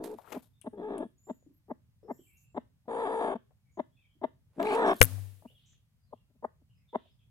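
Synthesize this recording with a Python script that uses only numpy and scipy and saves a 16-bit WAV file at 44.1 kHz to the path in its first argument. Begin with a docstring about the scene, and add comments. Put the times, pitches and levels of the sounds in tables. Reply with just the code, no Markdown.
"""Straw rustles and a hen gives a short growl on her nest. She clucks and growls at a phone held ever
closer, then pecks it once by its left microphone port; the case rings. Her voice is a pulse train
through throat resonances, with air rasping in the beak and echoes from nest box and coop.
Thin, breathy wheezes and small far birds sound over a low outdoor rumble."""
import sys
import numpy as np
from scipy import signal
from scipy.fft import rfft, irfft, next_fast_len
from scipy.io import wavfile
from scipy.ndimage import uniform_filter1d

SR = 44100
rng = np.random.default_rng(int(sys.argv[2]) if len(sys.argv) > 2 else 0)


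def master(y):
    """Save y as 16-bit WAV."""
    cut = np.clip(np.atleast_2d(y).T, -1, 1)
    pcm = np.round(cut * 32767)  # scale
    wavfile.write(sys.argv[1], SR, pcm.astype(np.int16))


N = 321930

# Clucks, the faintest from far hens: (peak time [s], level [dB], burst length [s], lead-in level [dB],
# pitch factor, beak opening [0-1], dullness)
CLUCK_CALLS = [(.371, -33, .012, -9, 0.945, 0.24, 4), (.674, -31, .016, -15.5, 0.91, 0.37, -6),
               (1.308, -31.5, .021, -16, 0.95, 0.4, -5), (1.715, -31.5, .016, -19.5, 1.02, 0.49, 3),
               (2.114, -31, 0.017, -11.5, 0.99, 0.56, 3), (2.579, -28, 0.015, -13.5, 0.948, 0.6, 0.1),
               (3.804, -26.5, .014, -12, 0.92, 0.6, 0.2), (4.248, -24.5, .015, -15.5, 0.91, 0.63, -0.4),
               (5.458, -42.5, 0.011, -26.5, 0.8, 0.37, 2.5), (6.135, -40, 0.0098, -32.5, 1.31, 0.74, 6.5),
               (6.31, -67.5, 0.014, -20, 0.82, 0, 3.5), (6.362, -64, .015, -16, 0.663, 0, 3.5),
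               (6.451, -28.5, 0.0075, -15, 1.14, 0.82, 4), (6.625, -63, .015, -20, 0.82, 0.05, 4.5),
               (6.958, -24.5, .011, -17, 1.13, 0.73, 1)]
# Growls: (beak opening [0-1], relative air level [dB], rasp pitch factor, dullness [dB/octave], course)
# Course: (time [s], effort [dB], base pitch [Hz], rattle [0 clear, 1 deep])
GROWL_CALLS = [(0.022, 5, 1.3, -0.18, [(0, -39.5, 380.5, 1.03), (.052, -41.5, 391, 1.2),
               (.085, -42, 418, .8), (.112, -41, 429, 0.54), (.148, -41.5, 420, 1.1), (.156, -53, 420, 1.1),
               (.19, -64, 420, 1)]), (0.22, -10.5, 1.03, -1.2, [(.725, -61, 420, .6), (.736, -44, 421, .4),
               (.748, -47, 418, .4), (.752, -54, 415, .5), (.76, -48, 413, .5), (.768, -54, 415, .5),
               (.775, -43, 413, .6), (.806, -40, 348.5, 1.26), (.825, -40.5, 421, 0.58),
               (.845, -37.5, 429.6, 0.26), (.878, -39, 431.4, .3), (.895, -36.5, 391.4, 1.04),
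               (.95, -37.5, 412, 0.59), (.99, -39.5, 328, 0.96), (1.01, -35, 289.6, 0.38),
               (1.028, -36.5, 389.5, 0.88), (1.045, -40.5, 399, 0.95), (1.068, -47.5, 415, 0.94),
               (1.085, -94.5, 402, 1)]), (0.6, 7, 0.985, .3, [(2.874, -65, 447, 0.68),
               (2.878, -53, 457, 0.69), (2.881, -38, 461.4, .9), (2.956, -35, 460.7, 1.1),
               (3.04, -32.5, 454, 0.59), (3.065, -32, 365, .4), (3.09, -34.5, 444.8, 1),
               (3.14, -33, 445, 1), (3.18, -33, 451, 0.47), (3.235, -31.5, 419.7, 1.25),
               (3.275, -32.5, 409.6, 1.2), (3.298, -33.5, 339.3, 0.67), (3.325, -34, 401.2, 1.1),
               (3.342, -35.5, 409.3, 0.86), (3.349, -56, 410, 0.87), (3.355, -33, 409, 0.9),
               (3.365, -36, 415, 1), (3.372, -48.5, 412.1, 0.92), (3.383, -75, 410.3, 1)]),
               (.55, 0, .81, -1.5, [(4.56, -62, 330, 1), (4.577, -50, 330, 0.95), (4.582, -38, 340, .8),
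               (4.59, -40, 340, .8), (4.596, -29, 331, .3), (4.615, -29.5, 340, .4),
               (4.63, -32, 409.3, 0.92), (4.685, -30, 440.2, 0.36), (4.738, -28, 384, 0.85),
               (4.76, -28, 461.4, 0.72), (4.83, -27, 443, 0.84), (4.865, -25, 389.8, 0.83),
               (4.897, -23.5, 355, 0.65), (4.933, -27.5, 400.7, 1), (4.94, -40.5, 396, 1),
               (4.98, -63.5, 392, 1)])]
# Resonances of throat, beak air and peck blow: (frequency [Hz], nominal width [Hz], base gain [dB])
CLUCK_MODES = [(180, 64, -8), (237.3, 58.4, 4.5), (422, 101, -4.5), (620, 82, 0), (907, 168, -7),
               (1224.6, 170, -23), (1682, 330, -23), (2070, 110, -35.5), (2750, 670, -38),
               (3740, 470, -43.5)]
GROWL_MODES = [(164, 110, -13.5), (277.5, 120, 5.5), (473, 190, -1.5), (661, 100, 4), (892, 110, -3),
               (1185, 220, -11), (1713.4, 170, -13), (2315, 150, -30), (2770, 270, -33.5), (3290, 190, -30),
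               (3750, 250, -34)]
RASP_MODES = [(2800, 400, -42), (3360, 500, -39.5), (4620, 140, -39), (5785, 140, -46.5), (7086, 220, -39),
              (8500, 500, -43), (9550, 400, -39), (10350, 190, -44)]
BLOW_MODES = [(700, 290, -3.5), (1730, 1100, -9), (2535, 940, -6.5)]
# Hen's position as the phone nears: (time [s], left-right [dB])
HEN_PATH = [(0, -2), (1.2, 1), (2.3, 1), (4.3, 3), (4.7, -0.5), (6, 3), (7.3, 0)]
# Noise bands of the last growl, and of far bird calls and thin, breathy high wheezes:
# (time [s], length [s], start pitch [Hz], end pitch [Hz], width [Hz], relative level [dB])
HOARSE_BANDS = [(4.65, .11, 2250, 2500, 300, -47), (4.66, .1, 2800, 2850, 200, -52),
                (4.64, .12, 3900, 4400, 500, -58), (4.78, .16, 1800, 1640, 70, -44),
                (4.76, .09, 1450, 1400, 60, -49), (4.85, .08, 5600, 5500, 400, -60),
                (4.86, .07, 2600, 2500, 300, -58)]
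BIRDS_AND_WHEEZES = [(0.53, 0.048, 3530, 3650, 100, -83.5), (0.75, 0.3, 3390, 3390, 80.6, -80.5),
                     (1.171, 0.085, 6800, 7290, 50.4, -74.5), (1.239, 0.1, 7260, 7120, 50, -67.5),
                     (1.329, 0.12, 7100, 6780, 79.6, -81.5), (1.188, .07, 12430, 12760, 150, -85),
                     (1.238, 0.13, 13410, 13150, 200, -83), (1.33, 0.056, 12660, 12470, 250, -80),
                     (1.529, 0.06, 12600, 12780, 249, -78), (1.68, 0.04, 12500, 12100, 250, -83),
                     (2.071, 0.413, 12400, 13340, 500, -75.5), (2.092, 0.24, 7200, 7740, 603, -74.5),
                     (2.38, 0.213, 7500, 7330, 101, -84), (2.202, 0.284, 9570, 10300, 399, -81),
                     (2.013, 0.22, 5160, 5904, 160, -87.5), (2.177, 0.084, 3226, 3040, 121, -76),
                     (2.22, 0.31, 2710, 2680, 40, -79), (2.254, 0.139, 2260, 2380, 79.6, -77.5),
                     (2.363, 0.0724, 6700, 7000, 910, -73), (3.65, .075, 2244, 2195, 59.65, -85),
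                     (3.71, .083, 6800, 6600, 506, -80.5), (3.91, .12, 3310, 3580, 100, -84),
                     (3.96, 0.109, 2705, 2340, 100, -75), (4.004, 0.16, 3160, 3160, 80.1, -81.5),
                     (5.465, 0.061, 2395, 3730, 79.9, -69.5), (5.545, 0.05, 3500, 2850, 90, -71),
                     (5.556, 0.23, 3402, 3195, 899.5, -75.5), (5.65, 0.09, 6050, 6300, 500, -74),
                     (5.652, 0.09, 7250, 7100, 600, -75), (5.998, .06, 4900, 4700, 150, -88),
                     (6.06, .06, 4400, 4100, 200, -89), (6.119, .07, 3400, 3200, 500, -85),
                     (6.154, .07, 2810, 2783, 100, -86), (6.744, .06, 5100, 5095, 100.3, -85.5),
                     (6.689, .06, 2900, 2800, 250, -82.5), (6.74, .1, 2600, 2550, 249, -87.5),
                     (6.769, .1, 1993, 2297, 150, -88), (7.099, .06, 5050, 5050, 120, -89),
                     (6.876, 0.097, 3750, 3347, 350, -73), (6.969, 0.14, 3397, 3190, 914, -75),
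                     (7.186, 0.056, 3350, 3290, 300, -79.5), (7.198, 0.049, 2650, 2550, 299.6, -84.5)]
# Beak blow and bounces: (time [s], level [dB], length [s], left-right [dB])
PECK_BLOWS = [(5.0145, -17.5, .0068, 36), (5.0146, -31, .0045, -36), (5.0268, -22, .003, -14),
              (5.038, -38, .004, 0), (5.045, -38, .004, 4)]
# Beak rattling on the case: (time [s], level [dB], frequency [Hz], width [Hz], left-right [dB])
PECK_TICKS = [(5.0042, -36, 9500, 3000, 14), (5.0148, -8, 7120, 6000, 9), (5.0182, -8.5, 12000, 5000, 6),
              (5.0235, -24.5, 12070, 4000, 22), (5.024, -20, 12770, 4000, 23.5),
              (5.0296, -15, 9000, 5000, -12.5), (5.0274, -15.5, 5040, 8000, -11),
              (5.029, -17, 12300, 4000, 22.5), (5.031, -20, 9500, 4500, 20),
              (5.0387, -22, 11700, 5000, 23.5), (5.0452, -24, 12700, 4500, 24.5),
              (5.0536, -31, 12300, 4500, 27)]
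# Phone case modes: (frequency [Hz], left level [dB], right level [dB], t60 [s])
CASE_MODES = [(102.62, -11.5, -38, 0.16), (500, 0, -24, .035), (258, -38, -45, 0.45), (160, -30, -40, .2),
              (446, -24, -29.5, .07)]
# Hiss after the peck: (frequency [Hz], relative level [dB], t60 [s])
PECK_HISS = [(200, 4.5, 1.4), (500, 8, 0.82), (1200, 5, 0.69), (3005, -0.5, 1.009), (6000, 0.5, 0.8),
             (11000, 2, 0.99), (15563, -3.5, 1.)]
# Straw stirs (to 0.43 s), wide hiss of the last, close growl (4.6-4.9 s), high hiss swelling just before
# the peck (4.99 s): (peak time [s], rise [s], low level [dB], treble level [dB], top-band boost [dB],
# fade [dB/s], left-right [dB])
RUSTLES_AND_HISSES = [(0.04, 0.0087, -50, -52, -2, 208, -7.5), (.07, 0.022, -62.5, -72, 4.5, 248, 1),
                      (0.187, 0.022, -60, -66, 2.5, 250, 7), (0.274, 0.033, -58.5, -69.5, 5, 250.5, 11),
                      (.314, 0.14, -62, -69, 1.5, 202, 14), (.324, 0.014, -42, -55, 2, 334, 12.5),
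                      (.37, 0.0204, -82.5, -69, 7, 188.5, 0), (.425, 0.0073, -73, -67, 2, 304, 11.5),
                      (4.602, 0.0106, -45.5, -66, -22.5, 200, -5.5),
                      (4.651, 0.03, -45, -55.5, -13.5, 143.5, -9),
                      (4.719, 0.12, -42, -51.5, -24.5, 109, -5), (4.878, 0.041, -61, -50, -21, 165.5, -5),
                      (4.99, 0.13, -75, -54.5, 5.5, 299.5, -1)]
# Low and treble parts of rustle and hiss: (frequency [Hz], relative level [dB])
LOW_SPECTRUM = [(200, -23.5), (400, 10), (1200, -0.5), (1800, -5.5), (2400, -6.5), (3200, -14), (4000, -20),
                (6000, -31)]
TREBLE_SPECTRUM = [(1760, -42.5), (3000, -8), (3610, -4), (5640, -10), (8470, -6.5), (10600, -4.5),
                   (13600, -3), (15500, -35.5)]
# Nest knocks and straw snaps: (time [s], level [dB], frequency [Hz], t60 [s], left-right [dB])
NEST_KNOCKS = [(.186, -53.5, 750, 0.073, 24.5), (.243, -62, 1010, 0.138, 23.5),
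               (0.275, -57.5, 1275, 0.065, 20), (.325, -41.5, 6500, 0.012, 9), (.3245, -42, 2800, .012, 6),
               (0.429, -71, 1000, 0.043, 21), (0.613, -52.5, 9450, 0.039, 16),
               (0.615, -63, 2850, 0.078, 12), (1.425, -62.5, 487, 0.025, 16.5),
               (.98, -50.5, 9500, 0.024, 14), (.985, -76, 9400, 0.5, 5), (0.621, -75.5, 9370, 0.48, 14),
               (0.98, -56.5, 2840, 0.029, 9), (1.462, -53, 264, 0.1, 4.5), (1.494, -59.5, 266, 0.21, -1),
               (2.029, -54.5, 427, 0.44, 7.5), (2.19, -51.5, 305, 0.11, -1.5),
               (3.507, -59.5, 720, 0.047, 10), (4.15, -63.5, 301, 0.11, -7), (4.276, -51, 688, 0.024, 0),
               (4.627, -37, 13000, 0.01, 4), (4.628, -50, 7000, 0.015, 7), (4.628, -43, 3700, 0.02, 7),
               (4.628, -40.5, 2410, 0.027, 12.5), (4.971, -58, 489, .055, 16),
               (5.18, -51.5, 700, 0.029, 19), (5.422, -56.5, 701, 0.044, 13), (5.435, -64, 580, .06, 5),
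               (5.5, -70, 530, .2, 5), (5.73, -74, 1700, .05, 0), (2.855, -62, 700, .05, 2),
               (2.85, -58, 260, .06, 2), (7.055, -65, 596.4, 0.081, -2.5)]
# Colour of the ports: (frequency [Hz], left-right [dB])
PORT_BALANCE = [(200, -1), (380, 5), (700, 2), (1290, -1.5), (2400, 10.5), (4400, 5.5), (8000, 16.5)]
# Nest box reflections, left port then right: (delay [s], gain [dB])
BOX_ECHOES = [
    [(.0007, -10.5), (.0021, -13.5)],
    [(.0004, -7.5), (.0015, -10.5)],
]
# Coop decay: (frequency [Hz], t60 [s])
COOP_DECAY = [(200, 0.47), (600, 0.25), (2000, 0.29), (4000, 0.34), (10000, 0.12)]
# Voice returned by the walls: (frequency [Hz], gain [dB])
WALL_SPECTRUM = [(100, -32), (200, -27), (500, -27.5), (900, -26.5), (1500, -18), (3000, -12), (8000, -18)]
# Outdoor rumble: (frequency [Hz], relative density [dB])
RUMBLE_SPECTRUM = [(20, -27.5), (45, -14), (62, -5), (80, -5.5), (115, 0), (160, -9.5), (240, -22.5),
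                   (320, -34.5), (600, -35.5), (1000, -37.5), (2500, -39), (8000, -44), (13000, -45),
                   (16000, -48)]
# Rumble between the ports: (frequency [Hz], correlation [-1 to 1])
RUMBLE_CORRELATION = [(60, 0.36), (240, 1), (950, 0.39), (3770, -0.55), (15000, 0.923)]


def cluck(peak_s, db, burst_s, lead_db, pitch, beak, dullness):
    """A weak lead-in swells into a few strong, slowing pulses; the throat rings out, the beak puffs air."""
    lead_s, lead_rise_s, close_s, puff_s = .02, .006, .001572, .011
    lead_hz, burst_hz, end_hz = 341.2, 478.9, 199.21
    sag_db_per_s = 59.5
    t = np.arange(-burst_s - lead_s, .06, 1 / SR)
    swell = np.clip((t + burst_s + .0047) / (.66 * burst_s + .0038), 0, 1)
    hz = pitch * np.interp(t, [t[0], -burst_s, close_s], [lead_hz, burst_hz, end_hz])
    hz *= 1 + .06 * (1 - swell) * wander(len(t), 120)
    level_db = (lead_db - sag_db_per_s * (t + burst_s)) * (1 - swell) ** 2 - 60 * (t > close_s)
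    envelope = amp(level_db) * np.minimum((t - t[0]) / lead_rise_s + .3, 1)
    clicks, _ = pulses(hz, skip=0, uneven_db=2)
    source = (clicks / np.sqrt(hz) + .0013 * noise(len(t))) * envelope
    dull_db_per_oct = .3 * dullness + 2.5 * (1 - swell)
    voice = tract(source, CLUCK_MODES, beak * (.66 + .3 * swell), dull_db_per_oct=dull_db_per_oct)
    cutoff_hz = 4400 / 2 ** (.28 * max(dullness, 0))
    voice = signal.sosfilt(signal.butter(8, cutoff_hz, fs=SR, output="sos"), voice)
    voice /= np.sqrt(uniform_filter1d(2 * voice ** 2, size=350).max())
    puff = amp(-18 + 23 * beak) * tract(noise(len(t)) * np.exp(-(t / puff_s) ** 2), RASP_MODES)
    return peak_s + t[0], amp(db) * (voice + puff), np.interp(peak_s, *np.transpose(HEN_PATH))


def growl(open_beak, air_db, rasp_pitch, dull_db_per_oct, course):
    """Ragged throat pulses flutter in pitch and strength; air rasps in the beak at each pulse."""
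    flutter_hz, throat_ref_hz, air_rise_s, air_fall_s = 57.56, 440, .04, .12
    times_s, *columns = np.transpose(course)
    t = np.arange(times_s[0], times_s[-1], 1 / SR)
    effort_db, hz, rattle = (np.interp(t, times_s, column) for column in columns)
    # Slack effort shuts the beak, weakens alternate pulses and deepens the croak.
    slack_db = np.clip(effort_db.max() - 3.5 - effort_db, 0, 20)
    beak = np.maximum(open_beak - .04 * slack_db, 0)
    skip = rattle * (.18 + .1 * slack_db)
    croak = np.clip(.6 * (.7 + .3 * rattle) + .18 * slack_db, 0, .95)
    drift, jitter = wander(len(t), 900), wander(len(t), 120)
    waver = .035 * drift
    flutter_rad = 2 * np.pi * (np.cumsum(flutter_hz * (1 + waver)) / SR + .5)
    flutter = np.sin(flutter_rad) + .48 * np.sin(2 * flutter_rad)
    stretch = (hz / throat_ref_hz) ** .12 + waver  # throat lengthens at low pitch
    sunk = np.interp(t - t[-1], [-.041, -.031], [0, 1])  # call ends in a few low pulses
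    sunk_db = -2.5 * sunk
    hz *= 1 - .46 * sunk
    hz *= 1 + (.12 * flutter + .045 * jitter) * rattle * (1 - sunk)
    clicks, phase = pulses(hz, skip * (1 + .6 * drift), uneven_db=1.6)
    swell = 1.5 - .8 * croak * (1 - sunk) * flutter
    voice = unit_rms(tract(-clicks * swell * amp(sunk_db), GROWL_MODES, beak, stretch, dull_db_per_oct))
    # Clean fundamental; its octave grows as the beak opens.
    voice += amp(7 - 10 * beak - 3 * rattle - 1.5 * sunk) * np.sqrt(swell) * np.sin(-2 * np.pi * phase)
    voice += amp(-13.5 + 8.2 * beak - 4.3 * rattle + sunk_db) * np.sin(-4 * np.pi * phase)
    voice /= np.sqrt(abs(uniform_filter1d(voice ** 2, size=1530)) + 1e-12)  # effort sets the slow level
    breath = noise(len(t)) * (.5 + np.exp(-phase / .42)) * swell ** .35
    arch = .041 * np.sin(np.linspace(0, np.pi, len(t)))
    air = tract(breath, RASP_MODES, stretch=rasp_pitch * (1 + arch + .17 * waver))
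    air *= np.clip(np.minimum((t - t[0]) / air_rise_s, (t[-1] - t) / air_fall_s), 0, 1)
    air *= amp(12.5 + air_db - .5 * slack_db)
    envelope = amp(effort_db) * signal.windows.tukey(len(t), .03)
    return t[0], envelope * (voice + air), np.interp(t, *np.transpose(HEN_PATH))


def pulses(hz, skip, uneven_db):
    """Voice source: one uneven click a cycle, every second one weakened by skip; also the phase [0-1]."""
    turns = np.cumsum(hz) / SR + rng.random()
    cycle = turns.astype(int)
    strength = amp(uneven_db * noise(1000))[cycle] * (1 - np.clip(skip, 0, 1) * (cycle % 2))
    return np.diff(cycle, prepend=cycle[0]) * strength, turns % 1


def tract(x, modes, beak=.31, stretch=1, dull_db_per_oct=0):
    """Parallel resonances of alternate sign; an open beak trades the lowest for those from 1 kHz up."""
    out = 0
    for k, (hz, width_hz, db) in enumerate(modes):
        beak_db = 20 * (beak - .5) * np.log2(np.clip(hz, 300, 950) / 500)
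        dull_db = dull_db_per_oct * np.log2(max(hz / 750, 1))
        out += (-1) ** k * amp(db + beak_db - dull_db) * resonance(x, hz * stretch, 1.47 * width_hz)
    return out


def peck():
    """Air is pushed into the port; the beak strikes and rattles, the case rings, a hiss dies away."""
    push_s, push_rise_s, strike_s = 5.0075, .0039, 5.0143
    hum_hz, hum_peak_s = 97.7, 5.135
    t, out = np.arange(N) / SR, np.zeros((2, N))
    push = np.maximum(t - push_s, 0) / push_rise_s
    out -= amp([[8], [-30]]) * push ** 2 * np.exp(-2 * push)
    age_s = np.maximum(t - strike_s, 0)
    for hz, left_db, right_db, t60_s in CASE_MODES:
        decay = amp(np.maximum(-60 * age_s / t60_s, -200))
        out += amp([[left_db], [right_db]]) * decay * np.sin(2 * np.pi * hz * age_s)
    blow_t = np.arange(300) / SR
    for start_s, db, length_s, pan_db in PECK_BLOWS:
        blow = unit_rms(tract(noise(len(blow_t)), BLOW_MODES))
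        fade_db = np.interp(blow_t, [0, length_s / 2, length_s], [0, -2, -40])
        add(out, start_s, amp(db + fade_db) * blow, pan_db)
    # A low ring swells and fades at the left port.
    late_s = t - hum_peak_s
    hum_db = np.where(late_s < 0, 140 * late_s, -282 * late_s ** 2 - 23 * late_s)
    out += amp([[-28.5], [-53.5]]) * amp(hum_db) * np.sin(2 * np.pi * hum_hz * age_s)
    tick_t = np.arange(-30, 200) / SR
    for time_s, db, hz, width_hz, pan_db in PECK_TICKS:
        grit = unit_rms(resonance(noise(len(tick_t)), hz, width_hz))
        add(out, time_s + tick_t[0], amp(db) * grit * np.exp(-abs(tick_t) / .0004), pan_db)
    levels_db, t60s_s = (np.array(PECK_HISS)[:, [0, k]] for k in (1, 2))
    tail = stereo_noise(lambda hz, t: curve(levels_db, hz) - 60 * t / curve(t60s_s, hz),
                        correlation=[(300, .6), (3000, .1)], fft_size=256, count=SR)
    add(out, strike_s, amp([[-64], [-65]]) * tail)
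    return out


def rustle_and_hiss():
    """Flickering, crackling noise: straw stirs, the last growl's wide hiss, a high hiss before the peck."""
    rise_db, top_hz, snaps_per_s = 26, 11600, 610
    t, band_power = np.arange(N) / SR, np.zeros((3, 2, N))
    for peak_s, rise_s, low_db, treble_db, top_db, fade_db_per_s, pan_db in RUSTLES_AND_HISSES:
        span_s = t[max(round((peak_s - 2 * rise_s) * SR), 0):round((peak_s + .4) * SR)]
        shape_db = np.minimum(rise_db * (span_s - peak_s) / rise_s, -fade_db_per_s * (span_s - peak_s))
        for power, db in zip(band_power, (low_db, treble_db, treble_db + top_db)):
            add(power, span_s[0], amp(db + shape_db) ** 2, 2 * pan_db)
    correlation = [(300, .8), (3000, .95), (15000, .086)]
    low = unit_rms(stereo_noise(lambda hz, t: curve(LOW_SPECTRUM, hz), correlation, fft_size=256))
    treble = unit_rms(stereo_noise(lambda hz, t: curve(TREBLE_SPECTRUM, hz), correlation, fft_size=256))
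    top = equalise(treble, [(.9 * top_hz, -60), (top_hz, 0)])
    flicker = amp(2.2 * wander(N, 100) + 2.1 * wander(N, 700))
    snaps = amp(4 * np.minimum(rng.exponential(1, N), 3)) * (rng.random(N) < snaps_per_s / SR)
    flicker *= 1 + .22 * unit_rms(signal.lfilter([1], [1, -.985], snaps))
    bands = np.array([low, treble - top, top])
    return (bands * np.sqrt(band_power)).sum(0) * unit_rms(flicker)


def nest_knocks():
    """Dull knocks and snapping straws: short noise bursts, each in one resonance."""
    max_width_hz, attack_s = 2197, .0009
    out, t = np.zeros((2, N)), np.arange(6000) / SR
    for start_s, db, hz, t60_s, pan_db in NEST_KNOCKS:
        burst = unit_rms(resonance(noise(len(t)), hz, min(.41 * hz, max_width_hz)))
        add(out, start_s, burst * amp(db - 60 * t / t60_s) * np.minimum(t / attack_s, 1), pan_db)
    return out


def whistles(rows, warble_hz=70):
    """Hoarseness, far bird calls or thin, breathy high wheezes: gliding, warbling bands of noise."""
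    out = np.zeros((2, N))
    for start_s, length_s, start_hz, end_hz, width_hz, db in rows:
        count = round(length_s * SR)
        hz = np.linspace(start_hz, end_hz, count) + warble_hz * wander(count, 300)
        band = unit_rms(resonance(noise(count), hz, width_hz))
        flicker = 1 + .5 * np.tanh(wander(count, 200))
        add(out, start_s, amp(db) * band * signal.windows.tukey(count, .3) * flicker)
    return out


def ports(x, right_delay_s=.00018):
    """Each port gets its own colour and nest box echoes; the left is nearer the beak."""
    size = next_fast_len(N + 999)
    hz = np.fft.rfftfreq(size, 1 / SR)
    path = np.exp(-2j * np.pi * hz * [[0], [right_delay_s]]) * amp(curve(PORT_BALANCE, hz) / [[2], [-2]])
    for side, echoes in zip(path, BOX_ECHOES):
        side *= 1 - sum(amp(db) * np.exp(-2j * np.pi * hz * delay_s) for delay_s, db in echoes)
    return irfft(rfft(x, size) * path, size)[:, :N]


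def coop_reverb(x):
    """Wall reflections: sparse taps of random sign, each band dying at its own rate."""
    taps = np.zeros((2, SR // 2))
    slots = np.arange(260, SR // 2 - 20, 20)
    arrivals = slots + rng.integers(0, 20, (2, len(slots)))
    np.put_along_axis(taps, arrivals, rng.choice([-1., 1.], arrivals.shape), 1)
    hz, t, spectra = signal.stft(taps, SR, nperseg=256)
    tail = signal.istft(spectra * amp(-60 * t / curve(COOP_DECAY, hz)[:, None]), SR, nperseg=256)[1]
    return signal.fftconvolve(x.mean(0)[None], tail / np.linalg.norm(tail[0]), axes=1)[:, :N]


def outdoor_rumble(level_db=-67.5, lumps_below_hz=500):
    """Low outdoor noise whose bass comes in lumps."""
    lumps_db = 2 * wander(N // 256, 5)

    def spectrum_db(hz, t):
        return curve(RUMBLE_SPECTRUM, hz) + (hz < lumps_below_hz) * lumps_db[:len(t)]
    return amp(level_db) * unit_rms(stereo_noise(spectrum_db, RUMBLE_CORRELATION, fft_size=2048))


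def stereo_noise(level_db, correlation, fft_size, count=N):
    """Noise shaped by level_db(hz, t); correlation rows: (frequency [Hz], correlation [-1 to 1])."""
    hop = fft_size // 4
    frames, hz = count // hop + 5, np.fft.rfftfreq(fft_size, 1 / SR)[:, None]
    a, b, c, d = noise((frames, len(hz), 4)).T
    shared = np.clip(curve(correlation, hz), -1, 1)
    left = a + 1j * b
    right = shared * left + np.sqrt(1 - shared ** 2) * (c + 1j * d)
    spectra = np.array([left, right]) * amp(level_db(hz, np.arange(frames) * hop / SR))
    return signal.istft(spectra, nperseg=fft_size, noverlap=fft_size - hop)[1][:, :count]


def resonance(x, hz, width_hz):
    """Steep unity-gain band: shift hz to zero, smooth twice, shift back."""
    carrier = np.exp(2j * np.pi * np.cumsum(hz * np.ones(len(x))) / SR)
    pole = np.exp(-np.pi * abs(width_hz) / SR)
    baseband = signal.lfilter([(1 - pole) ** 2], [1, -2 * pole, pole ** 2], x / carrier + 1e-18)
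    return 2 * (carrier * baseband).real


def equalise(x, points):
    """Filter by (frequency [Hz], gain [dB]) points."""
    size = next_fast_len(N)
    return irfft(rfft(x, size) * amp(curve(points, np.fft.rfftfreq(size, 1 / SR))), size)[:, :N]


def curve(points, hz):
    """Interpolate points over log frequency."""
    points_hz, values = np.transpose(points)
    return np.interp(np.log(hz + 1), np.log(points_hz + 1), values)


def add(mix, start_s, sound, pan_db=0):
    """Mix in a sound; pan_db is left minus right."""
    part = mix[:, round(start_s * SR):][:, :sound.shape[-1]]
    gains = amp(np.array([pan_db / 2, -pan_db / 2]).reshape(2, -1))
    part += (sound * gains)[:, :part.shape[1]]


def wander(count, smooth_samples):
    """Smoothed noise of unit RMS."""
    return unit_rms(uniform_filter1d(noise(count), size=smooth_samples))


def noise(shape):
    return rng.standard_normal(shape)


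def unit_rms(x):
    return x / np.sqrt(np.mean(x ** 2) + 1e-20)


def amp(db):
    return 10 ** (np.asarray(db) / 20)


def scene():
    """Hen, peck and nest in the coop; birds, wheezes and rumble behind."""
    hen = np.zeros((2, N))
    for row in CLUCK_CALLS:
        add(hen, *cluck(*row))
    for row in GROWL_CALLS:
        add(hen, *growl(*row))
    rumble = outdoor_rumble()
    birds_and_wheezes = whistles(BIRDS_AND_WHEEZES)
    hen += whistles(HOARSE_BANDS)
    walls = equalise(coop_reverb(hen), WALL_SPECTRUM)
    background = amp(-3) * birds_and_wheezes + amp(-4) * coop_reverb(birds_and_wheezes) + rumble
    knocks = nest_knocks()
    nest = knocks + amp(-13.5) * coop_reverb(knocks)
    return ports(hen) + walls + rustle_and_hiss() + peck() + nest + background


def record(dry):
    """Converter clipping, then a 16 kHz band limit."""
    lowpass = signal.firwin(511, 16000, window=("kaiser", 9), fs=SR)
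    return signal.oaconvolve(np.clip(dry, -.93, .93), lowpass[None], "same")


dry = scene()
out = record(dry)
master(out)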